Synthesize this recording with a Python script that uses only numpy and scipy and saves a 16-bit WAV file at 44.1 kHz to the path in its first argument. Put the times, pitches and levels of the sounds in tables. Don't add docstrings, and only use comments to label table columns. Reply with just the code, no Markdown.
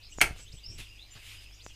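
import sys
import numpy as np
from scipy import signal
from scipy.fft import rfft, irfft, next_fast_len
from scipy.io import wavfile
from scipy.ndimage import uniform_filter1d, map_coordinates

SR = 44100
rng = np.random.default_rng(int(sys.argv[2]) if len(sys.argv) > 2 else 0)


def digitize_waveform(pressure):
    field = np.atleast_2d(pressure).T
    bounded = np.clip(field, -1, 1)
    quanta = np.round(bounded * 32767).astype(np.int16)
    wavfile.write(sys.argv[1], SR, quanta)


def nominal_scale(level):
    x = np.asarray(level, float) / 20
    return 10 ** x


N = 77175

# (frequency [Hz], level [dB])
AIR_COLOUR = [(76, -31), (130, -15), (250, -10), (858, -15.5), (1590, -17.5), (3520, -10), (4550, -14.5),
              (12500, -25.5), (15000, -21.5)]
# (frequency [Hz], level [dB rms])
HUM_TONES = [(50, -60), (100, -63), (305, -79)]
# (frequency [Hz], level [dB])
RUMBLE_COLOUR = [(8.8, 0), (15, 5), (56, -4), (183, -21), (321, -38), (400, -24.5), (520, -54), (880, -120)]
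# (time [s], level [dB])
RUMBLE_LEVEL = [(0, -63.5), (.15, -54.5), (.232, -35), (.33, -41), (.5, -49.5), (.55, -48.5), (.62, -60.5),
                (.66, -48.5), (.83, -50), (.86, -58.5), (1.1, -56.5), (1.16, -57), (1.75, -57)]
# (time [s], attack [s], hold [s], release t60 [s], level [dB])
GRIP_SHIFTS = [
    (.42, .015, .02, .06, -60),
    (.525, .01, .012, .04, -51),
    (.67, .02, .07, .1, -53),
    (.78, .008, .03, .08, -51),
    (1.15, .01, .02, .08, -56),
]
# (frequency [Hz], level [dB])
GRIP_COLOUR = [(40, -10.5), (90, 9.5), (200, -7.5), (350, -10.5), (700, -21), (1500, -120)]
# (time [s], level [dB], width [s], sign [-1 to 1])
CASE_CREAKS = [
    (0.1857, -19, 0.00019, -0.76),
    (0.31, -22, 0.0027, 0.95),
    (0.363, -28, 0.000067, 0.46),
    (0.542, -30, 0.0041, 0.46),
    (1.512, -40, 0.000044, 1),
    (1.6644, -21.5, 0.0001, 0.74),
]

# (frequency [Hz], width [Hz], level [dB])
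FLOCK_PEAKS = [(2696, 820, 0.5), (3300, 1600, -13.5), (4880, 310, -2.5), (6900, 560, -4.5),
               (7400, 1500, -10.5)]
# (time [s], level [dB])
FLOCK_LEVEL = [(0, -68), (.3, -67), (.62, -64.5), (.9, -60), (1.2, -65), (1.35, -56), (1.6, -63.5),
               (1.75, -66)]
# (time [s], length [s], start [Hz], end [Hz])
RISING_WHISTLES = [(.012, .066, 3200, 5250), (.024, .06, 3100, 4750), (.036, .05, 3000, 4200),
                   (.646, .09, 4550, 5300), (.632, .105, 4550, 5600), (.895, .04, 2450, 2800),
                   (1.52, .05, 5200, 5600), (1.575, .03, 5550, 5600)]
RISING_DB = [-59, -60, -60.5, -58, -48.5, -58.5, -59.5, -63]
# (time [s], length [s], start [Hz], end [Hz])
UPWARD_SWEEPS = [(.115, .025, 2600, 3300), (.33, .05, 2600, 3400), (.46, .032, 2800, 4000),
                 (.515, .02, 3500, 6500), (.565, .034, 2800, 4000), (.975, .078, 3150, 4450),
                 (1.48, .065, 2900, 3550), (1.595, .028, 2800, 5200)]
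UPWARD_DB = [-56, -68, -57.5, -55, -57, -53.5, -66, -54]
# (time [s], length [s], start [Hz], end [Hz])
FALLING_CHIRPS = [(.115, .03, 8000, 7300), (.11, .028, 6200, 5700), (.175, .035, 7100, 6600),
                  (.175, .035, 6000, 5500), (.395, .045, 8000, 7650), (.38, .04, 6300, 5900),
                  (.39, .015, 3300, 3200), (.535, .06, 8300, 7600), (.535, .05, 6300, 5900),
                  (.705, .04, 6600, 5900), (.735, .04, 8100, 7650), (1.105, .04, 7200, 7100),
                  (1.105, .025, 6400, 5950), (1.295, .03, 4000, 3300), (1.53, .04, 6300, 6200),
                  (1.635, .06, 6300, 5700), (1.645, .04, 7400, 7200), (1.64, .03, 6900, 6700),
                  (1.69, .035, 3400, 3100), (.46, .04, 6550, 6300), (.5, .025, 7600, 7500),
                  (.525, .03, 7900, 7000), (1.54, .05, 6950, 6850), (.71, .035, 8500, 8200),
                  (1.635, .05, 8000, 7800)]
FALLING_DB = [-54, -60, -48.5, -55.5, -54.5, -71, -57, -57, -66, -71, -59.5, -55, -61, -62, -62.5, -58,
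              -58.5, -59, -55, -66, -69, -66, -68.5, -67, -82]
STRAIGHT_DB = [0, -2, -1]
REFLECTED_DB = [1, 0, -5]
# (time [s], attack [s], hold [s], release t60 [s], level [dB])
TWITTER_STROKES = [(.08, .03, 0.031, 0.3, -59), (.17, 0.014, 0.035, 0.12, -55),
                   (.37, 0.008, 0.022, .2, -57.5), (.41, 0.009, 0.016, .08, -63),
                   (.515, 0.0086, 0.016, 0.24, -64.5), (.69, 0.012, .05, 0.21, -60.5),
                   (1.52, .02, 0.033, .2, -74), (1.62, 0.012, 0.066, 0.31, -61.5),
                   (1.735, .008, 0.006, .05, -70)]
# (frequency [Hz], level [dB])
TWITTER_COLOUR = [(3000, -44), (5000, -6), (6200, -5), (7600, -5.5), (8600, -12.5), (10000, -21),
                  (13000, -68)]

# (time [s], attack [s], hold [s], release t60 [s], level [dB])
CLOTH_STROKES = [
    (0.354, 0.013, 0.012, 0.38, -56),
    (0.517, 0.0037, 0.0089, 0.16, -69),
    (0.775, 0.0098, 0.017, 0.28, -45),
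    (1.11, 0.031, 0.046, 0.65, -58),
    (1.197, 0.08, 0.077, 0.25, -51),
    (1.399, 0.032, 0.013, 0.076, -56.5),
]
# (frequency [Hz], level [dB])
CLOTH_COLOUR = [(88, -41), (150, -31), (1570, -10), (2750, 4), (4810, -6.5), (5950, -12), (7080, -8),
                (11900, -14), (15000, -19)]
# (time [s], attack [s], hold [s], release t60 [s], level [dB])
CLOTH_SCUFFS = [
    (.385, 0.0056, 0.011, 0.11, -51.5),
    (.78, 0.0065, 0.019, 0.1, -52.5),
    (1.15, 0.0033, 0.022, 0.12, -53.5),
    (1.695, 0.0035, 0.013, 0.036, -64),
]
# (frequency [Hz], level [dB])
SCUFF_COLOUR = [(90, -31), (200, 1), (650, -5), (2340, -2), (3800, -4), (7000, -14), (12000, -120)]

# (time [s], softness [s])
CONTACT_BLOWS = [(.2064, .00005), (.2077, .00005), (.2090, .00006), (.2105, .00012), (.2134, .00002),
                 (.2139, .00004), (.2148, .00003), (.2157, .00005), (.2171, .00004), (.2201, .00003),
                 (.2222, .00003), (.2244, .00003)]
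BLOW_DB = [-24, -21.5, -35.5, -17.5, -19.5, -6, -13, -5, -11, -11.5, -17.5, -12.5]
# (frequency [Hz], width [Hz], level [dB])
PLATE_PEAKS = [(338, 41, -5.5), (450, 49, -11), (764, 58, -2.5), (1414, 260, -4), (2154, 730, -1),
               (2587, 146, 6), (3075, 104, -2), (4360, 480, -12.5), (6170, 330, -8.5), (8730, 516, -3),
               (11980, 1500, -7.5), (116, 86, -16.5)]
# (frequency [Hz], level [dB])
RATTLE_COLOUR = [(1500, -60), (3000, -6), (4500, 0), (8500, 0), (13500, -6), (15000, -16)]
# (frequency [Hz], t60 [s])
ROOM_DECAY = [(150, 0.25), (500, 0.28), (2000, 0.2), (5000, 0.25), (12000, 0.18)]
# (frequency [Hz], level [dB])
ROOM_COLOUR = [(200, 3), (2000, -2.5), (4000, -6), (13000, -4.5)]


def unit(x):
    return x / np.sqrt(np.mean(x ** 2) + 1e-20)


def along(points, hz):
    f, v = np.transpose(points)
    return np.interp(np.log(hz + 1), np.log(f + 1), v)


def colour_gain(points):
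    return lambda f: nominal_scale(along(points, f))


def curve(rows):
    s, v = np.transpose(rows)
    return np.interp(np.arange(N) / SR, s, v)


def wobble(rate):
    knots = rng.standard_normal(int(N * rate / SR) + 4)
    return map_coordinates(knots, [np.arange(N) * rate / SR])


def filtered(x, response):
    m = next_fast_len(len(x) + SR // 2)
    return irfft(rfft(x, m) * response(np.fft.rfftfreq(m, 1 / SR)), m)[:len(x)]


def resonant(peaks):
    def response(f):
        return sum((-1) ** k * nominal_scale(db) * 1j * f * width / (hz * hz - f * f + 1j * f * width)
                   for k, (hz, width, db) in enumerate(peaks))
    return response


def rush(response, patchy_db):
    z = signal.stft(rng.standard_normal(N), nperseg=512)[2]
    field = uniform_filter1d(rng.standard_normal(z.shape), size=4, axis=0)
    field = uniform_filter1d(field, size=8, axis=1)
    noise = signal.istft(z * nominal_scale(patchy_db * unit(field)), nperseg=512)[1][:N]
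    return unit(filtered(noise, response))


def friction(strokes, colour):
    t = np.arange(N) / SR
    shape = np.zeros(N)
    for start, attack, hold, t60, db in strokes:
        release = nominal_scale(db - 60 * np.clip(t - start - attack - hold, 0, 9) / t60)
        shape += release * np.clip((t - start) / attack, 0, 1)
    grain = nominal_scale(0.87 * wobble(550))
    return shape * unit(grain * rush(colour_gain(colour), patchy_db=2.0))


def echo(x, decays):
    hz, t, z = signal.stft(rng.standard_normal(SR // 2), SR, nperseg=128)
    tail = signal.istft(z * nominal_scale(-60 * t / along(decays, hz)[:, None]), SR, nperseg=128)[1]
    return signal.fftconvolve(x, tail / np.linalg.norm(tail))[:N]


def room_air():
    return nominal_scale(-62.5) * rush(colour_gain(AIR_COLOUR), patchy_db=1.5)


def mains_hum():
    t = np.arange(N) / SR
    return sum(nominal_scale(db + 3.0 + 2.9 * wobble(6.77)) * np.sin(2 * np.pi * hz * t) for hz, db in HUM_TONES)


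def grip_rumble():
    unsteady = nominal_scale(2 * wobble(25))
    return nominal_scale(curve(RUMBLE_LEVEL)) * unit(unsteady * rush(colour_gain(RUMBLE_COLOUR), patchy_db=0))


def case_creaks():
    case_hz = 87
    t = np.arange(N) / SR
    pushes = sum(sign * nominal_scale(db) * np.exp(-np.abs(t - s) / width) for s, db, width, sign in CASE_CREAKS)
    return filtered(pushes, lambda f: 1j * f / (case_hz + 1j * f))


def handling():
    return grip_rumble() + case_creaks() + friction(GRIP_SHIFTS, GRIP_COLOUR)


def far_flock():
    noise = rush(lambda f: np.abs(resonant(FLOCK_PEAKS)(f)) ** 2, patchy_db=-6)
    return noise * nominal_scale(curve(FLOCK_LEVEL) + 2.5)


def whistles():
    swell = .4
    hoarse = .5
    flutter, warble_hz = nominal_scale(1.2 * wobble(150)), 15 * wobble(280)
    kinds = [(RISING_WHISTLES, RISING_DB, 4), (UPWARD_SWEEPS, UPWARD_DB, 1), (FALLING_CHIRPS, FALLING_DB, 1.4)]
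    out = np.zeros((3, N + SR))
    for row, (calls, levels, bend) in zip(out, kinds):
        for (s, length, start_hz, end_hz), db in zip(calls, levels):
            first = round(s * SR)
            u = np.linspace(0, 1, round(length * SR))
            glide = end_hz + (start_hz - end_hz) * (1 - u) ** bend
            hz = glide + warble_hz[first:][:len(u)]
            tone = np.sin(2 * np.pi * np.cumsum(hz) / SR)
            row[first:][:len(u)] += nominal_scale(db + 2) * np.sin(np.pi * u) ** swell * tone
    scatter = [np.ones(N), unit(1 + hoarse * wobble(900)), unit(1 + hoarse * wobble(400))]
    return out[:, :N] * flutter * scatter


def birds():
    songs = whistles()
    straight = nominal_scale(STRAIGHT_DB) @ songs
    reflected = nominal_scale(REFLECTED_DB) @ songs
    walls = echo(reflected, [(3000, .14)])
    yard = nominal_scale(-11) * echo(reflected, [(3000, .6)])
    return straight + walls + yard + far_flock() + friction(TWITTER_STROKES, TWITTER_COLOUR)


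def cloth():
    return friction(CLOTH_STROKES, CLOTH_COLOUR) + friction(CLOTH_SCUFFS, SCUFF_COLOUR)


def contact_ring():
    t = np.arange(N) / SR
    blows = sum(nominal_scale(db) * np.exp(-((t - s) / soft) ** 2) / (soft * SR)
                for (s, soft), db in zip(CONTACT_BLOWS, BLOW_DB))
    plate = resonant(PLATE_PEAKS)
    single_click = filtered(np.eye(1, 4096)[0], plate)
    return filtered(blows, plate) / np.abs(single_click).max()


def rattle():
    start_s, level_db, t60_s = .2136, -24, 0.073
    t = np.arange(N) / SR - start_s
    decay = (t > 0) * nominal_scale(level_db - 60 * np.abs(t) / t60_s)
    return rush(colour_gain(RATTLE_COLOUR), patchy_db=1.0) * decay


def switch():
    room_db, room_delay_s = -3.5, 0.0037
    near = contact_ring() + rattle()
    late = np.roll(filtered(near, colour_gain(ROOM_COLOUR)), round(room_delay_s * SR))
    return near + nominal_scale(room_db) * echo(late, ROOM_DECAY)


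def scene():
    return (room_air() + mains_hum() + handling() + birds() + cloth() + switch())[None]


def top_cut(x):
    return signal.sosfilt(signal.butter(12, 15430, fs=SR, output="sos"), x)


def record(dry):
    peak_top, top_hz = .8, 14800
    limited = dry[0] / (1 + np.abs(dry[0] / peak_top) ** 4) ** (1 / 4)
    mix = filtered(limited, lambda f: f < top_hz)[None]
    return top_cut(mix)


dry = scene()
out = record(dry)
digitize_waveform(out)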